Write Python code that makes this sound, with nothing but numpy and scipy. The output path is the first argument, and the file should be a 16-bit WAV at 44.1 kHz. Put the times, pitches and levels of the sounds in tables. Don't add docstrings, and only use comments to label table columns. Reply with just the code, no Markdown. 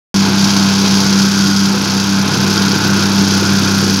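import sys
import numpy as np
from scipy import signal
from scipy.fft import rfft, irfft
from scipy.io import wavfile
from scipy.ndimage import uniform_filter1d

SR = 44100
rng = np.random.default_rng(int(sys.argv[2]) if len(sys.argv) > 2 else 0)


def digitize_waveform(pressure):
    field = np.atleast_2d(pressure).T
    bounded = np.clip(field, -1, 1)
    quanta = np.round(bounded * 32767).astype(np.int16)
    wavfile.write(sys.argv[1], SR, quanta)


N = 176400
t = np.arange(N) / SR

# time in seconds, then relative levels in dB of the plate's hum, thuds, clanks and rattle.
PLATE_LEVELS = [(0.2, -24.5, -25, -24, -20), (0.28, -23, -17.5, -22, -23), (0.41, -28, -20, -23.5, -18.5),
                (0.71, -24.5, -24, -22.5, -19.5), (0.77, -25, -43, -25.5, -20.5),
                (0.84, -27.5, -21.5, -22.5, -18.5), (1.68, -28, -27, -27.5, -20),
                (1.7, -30, -18.5, -24.5, -21.5), (2.12, -27.5, -27.5, -25.5, -22),
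                (2.25, -25, -23.5, -24, -23.5), (2.37, -26, -18, -23.5, -21.5),
                (3.72, -21.5, -20.5, -24, -20.5), (3.93, -23.5, -17.5, -27, -20),
                (3.95, -24, -24, -26, -20.5)]
HUM_COLUMN, THUD_COLUMN, CLANK_COLUMN, RATTLE_COLUMN = 1, 2, 3, 4
# frequency in Hz, relative density in dB.
THUD_SPECTRUM = [(30, -28.5), (70, -23), (110, -24), (135, 2), (165, -4.5), (205, -4), (260, -5), (330, -2),
                 (400, -8), (470, -11.5), (550, -18), (900, -37.5)]
RATTLE_SPECTRUM = [(1200, -39), (2000, -10), (2800, -13.5), (3220, -4), (3700, -8), (4300, -3), (4750, 3),
                   (5250, 1), (5700, 0), (6400, -3.5), (7100, -8), (8200, -21), (9100, -16), (9500, -26),
                   (10600, -15.5), (12500, -22), (15500, -46)]
# frequency in Hz, bandwidth in Hz, gain in dB.
FITTING_MODES = [(3240, 70, 3), (4540, 120, 7), (4730, 120, -1.5), (5050, 17, 2), (5227, 30, 9.5),
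                 (5630, 38, -6.5), (6420, 260, -2.5)]


def undb(db):
    return 10 ** (np.asarray(db) / 20)


def unit(x):
    return x / np.sqrt(np.mean(x ** 2))


def curve(table, column=1):
    rows = np.array(table, float)
    return np.interp(t, rows[:, 0], rows[:, column])


def wander(rate_hz):
    hold = int(SR / rate_hz)
    steps = np.repeat(rng.standard_normal(1000), hold)[:N]
    return unit(uniform_filter1d(uniform_filter1d(steps, hold), hold))


def colour(x, spectrum):
    hz, db = np.array(spectrum, float).T
    size = 8192
    f = np.maximum(np.fft.rfftfreq(size, 1 / SR), 1)
    octaves_outside = np.maximum(np.log2(f / hz[-1]), 0) + np.maximum(np.log2(hz[0] / f), 0)
    gain_db = np.interp(np.log(f), np.log(hz), db) - 24 * octaves_outside
    cepstrum = irfft(np.log(undb(gain_db)))
    cepstrum[1:size // 2] *= 2
    cepstrum[size // 2 + 1:] = 0
    return unit(signal.fftconvolve(x, irfft(np.exp(rfft(cepstrum))))[:N])


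def blows(turns, phase, scatter_db, jitter_s):
    chance = rng.standard_normal((420, 2))
    when = np.interp(np.arange(len(chance)) + phase, turns, t, right=9) + jitter_s * chance[:, 0]
    inside = (when > 0) & (when < t[-1])
    impulses = np.zeros(N)
    np.add.at(impulses, (when[inside] * SR).astype(int), undb(scatter_db * chance[inside, 1]))
    return impulses


def ring(x, decay_s):
    age = t[:8192]
    modes = rfft(rng.standard_normal(len(age)) * np.exp(-age / decay_s))
    even = modes / np.sqrt(uniform_filter1d(np.abs(modes) ** 2, size=40))
    return signal.fftconvolve(x, irfft(even)[:len(age) // 2])[:N]


def burst(x, decay_s):
    return signal.lfilter([1], [1, -np.exp(-1 / (decay_s * SR))], x) * rng.standard_normal(N)


def resonate(x, modes):
    return unit(sum(undb(db) * signal.lfilter(*signal.iirpeak(hz, hz / width, SR), x)
                    for hz, width, db in modes))


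def tones(turns, harmonics, flutter_db):
    return sum(np.sqrt(2) * undb(db + flutter_db * wander(17))
               * np.sin(2 * np.pi * (round(order) * turns + rng.random())) for order, db in harmonics)


def plate_drone(turns):
    # time in seconds, relative level of the second harmonic in dB.
    drone_levels = [(0.2, -11), (0.31, -13.5), (0.89, -13.5), (0.92, -12), (1.8, -14.5), (1.88, -20.5),
                    (2.01, -14), (2.23, -15.5), (2.34, -20), (2.62, -13.5), (2.85, -20), (2.93, -13.5),
                    (3.11, -17.5), (3.19, -10), (3.28, -15.5), (3.79, -13.5), (3.84, -19.5), (3.95, -14)]
    # multiple of the weight's turning rate, level in dB.
    overtones = [(3, -31.5), (4, -42.5), (5, -42)]
    hum = tones(turns, [(1, -0.1)], flutter_db=0.4) * undb(curve(PLATE_LEVELS, HUM_COLUMN))
    drone = tones(turns, [(2, 0.27)], flutter_db=0.65) * undb(curve(drone_levels))
    return hum + drone + tones(turns, overtones, flutter_db=4.5)


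def plate_blows(turns):
    # frequency in Hz, relative density in dB.
    clank_spectrum = [(300, -13.5), (480, -11), (600, -4.5), (720, -1), (850, 2.5), (1000, 2), (1200, -1.5),
                      (1400, -3.5), (1600, 2), (1800, -12.5), (2100, -6.5), (2500, -3), (2900, -6.5),
                      (4000, -3.5), (8000, -56.5)]
    # frequency in Hz, bandwidth in Hz, gain in dB.
    plate_modes = [(1396, 32, 5), (1451, 44, 11.5), (1516, 61, 3), (1563, 25, 3.5), (2443, 94, -1.5)]
    # time in seconds, relative level in dB.
    clang_levels = [(0.2, -30), (0.22, -28.5), (0.83, -31), (1.32, -23.5), (1.8, -30), (2.87, -22.5),
                    (3.3, -28), (3.34, -21.5), (3.95, -24)]
    landings = blows(turns, .3, scatter_db=2.5, jitter_s=.002)
    thuds = colour(burst(landings, decay_s=0.007), THUD_SPECTRUM)
    strikes = blows(turns, .85, scatter_db=1.5, jitter_s=.0009)
    strikes += 1.34 * blows(turns, .4, scatter_db=1.5, jitter_s=.0009)
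    steel = unit(ring(strikes, decay_s=0.018)) + 0.86 * unit(burst(strikes, decay_s=0.014))
    clanks = colour(steel, clank_spectrum)
    clang = resonate(burst(strikes, decay_s=0.0069), plate_modes)
    return (thuds * undb(curve(PLATE_LEVELS, THUD_COLUMN) - 1.14)
            + clanks * undb(curve(PLATE_LEVELS, CLANK_COLUMN) + 1)
            + clang * undb(curve(clang_levels) - 0.5))


def plate_rattle(turns):
    knocks = blows(turns, .72, scatter_db=3.5, jitter_s=.0005)
    rattle = undb(-5) * colour(ring(knocks, decay_s=0.018), RATTLE_SPECTRUM)
    chink = undb(-8.5) * resonate(burst(knocks, decay_s=0.00093), FITTING_MODES)
    chink = signal.sosfilt(signal.butter(4, [2000, 7000], "band", fs=SR, output="sos"), chink)
    crushes = blows(turns, .6, scatter_db=1.5, jitter_s=.001)
    grit = undb(-4.5) * colour(burst(crushes, decay_s=0.011), RATTLE_SPECTRUM)
    return (rattle + chink + grit) * undb(curve(PLATE_LEVELS, RATTLE_COLUMN))


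def engine_casing(cycles):
    # frequency in Hz, bandwidth in Hz, gain in dB.
    casing_modes = [(705.5, 21, -18), (771, 9.3, -1), (795, 42, -26), (952, 12, -14), (1029, 11, 0),
                    (1092, 4.5, 1.5), (1222, 3.9, -9), (1286, 4.1, 5), (1382, 12, 1), (1446, 7.5, -0.5),
                    (1526, 11, 5.5), (1746, 6.5, 3)]
    firings = blows(cycles, .68, scatter_db=2.5, jitter_s=.00003)
    return undb(-31) * resonate(firings, casing_modes)


def valve_clatter(cycles):
    # moment of a knock as a fraction of the cycle, relative level in dB.
    timing = [(.14, -4), (.23, 0.5), (.46, -7), (0.678, -3.5)]
    # frequency in Hz, relative density in dB.
    valve_spectrum = [(1200, -17), (2000, -13.5), (3200, -6), (4700, 2.5), (6400, 2), (7200, -16.5),
                      (8200, -20.5), (10600, -15), (12500, -22.5), (15500, -24)]
    knocks = sum(undb(db) * ring(blows(cycles, phase, scatter_db=2.5, jitter_s=.0001), decay_s=.0045)
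                 for phase, db in timing)
    return colour(knocks, valve_spectrum) * undb(curve(PLATE_LEVELS, RATTLE_COLUMN) - 3)


def exhaust(cycles):
    # multiple of the firing rate, level in dB.
    harmonics = [(2, -46.5), (3, -45), (4, -34), (5, -29), (6, -29.5), (8, -36.5), (9, -32), (11, -35.5),
                 (13, -37.5)]
    # frequency in Hz, relative density in dB.
    gas_spectrum = [(3000, -29), (7000, -8), (9500, 7), (11000, 10.5), (12500, 7), (14000, 3), (15700, -1)]
    # time in seconds, level in dB.
    puff_levels = [(0.2, -42.5), (1.2, -43.5), (2, -42), (2.7, -39.5), (4, -38)]
    puffs = blows(cycles, 0.52, scatter_db=1.0, jitter_s=0.00038)
    gas = colour(burst(puffs, decay_s=0.0029), gas_spectrum) * undb(curve(puff_levels))
    return tones(cycles, harmonics, flutter_db=1.4) + gas


def hard_landings():
    # start in seconds, relative level in dB.
    landings = [(2.577, 1.5), (2.683, -1), (2.717, 0), (2.848, -3), (2.993, -3)]
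    hits = np.zeros(N)
    for start_s, db in landings:
        hits[int(start_s * SR)] = undb(db)
    fittings = resonate(ring(hits, decay_s=0.0011), FITTING_MODES)
    clink = colour(fittings + unit(burst(hits, decay_s=0.0037)), RATTLE_SPECTRUM)
    bump = colour(hits, THUD_SPECTRUM)
    return undb(-37) * (clink + bump)


def scene():
    # time in seconds, speed of the eccentric weight in turns per second.
    shaker_speed = [(0, 98.42), (3.05, 98.45), (3.3, 98.08), (4, 98.1)]
    firing_hz, sway_cycles, speed_spread = 32.13, .012, .003
    turns = np.cumsum(curve(shaker_speed) * (1 + speed_spread * wander(14))) / SR
    cycles = firing_hz * t + sway_cycles * wander(4)
    plate = plate_drone(turns) + plate_blows(turns) + plate_rattle(turns) + hard_landings()
    engine = engine_casing(cycles) + valve_clatter(cycles) + exhaust(cycles)
    return (plate + engine)[None]


def record(dry):
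    start_s, cutoff_hz = .1425, 15750
    gated = np.clip(dry, -1, 1) * (t >= start_s)
    return signal.sosfilt(signal.ellip(10, .2, 80, cutoff_hz, fs=SR, output="sos"), gated)


dry = scene()
out = record(dry)
digitize_waveform(out)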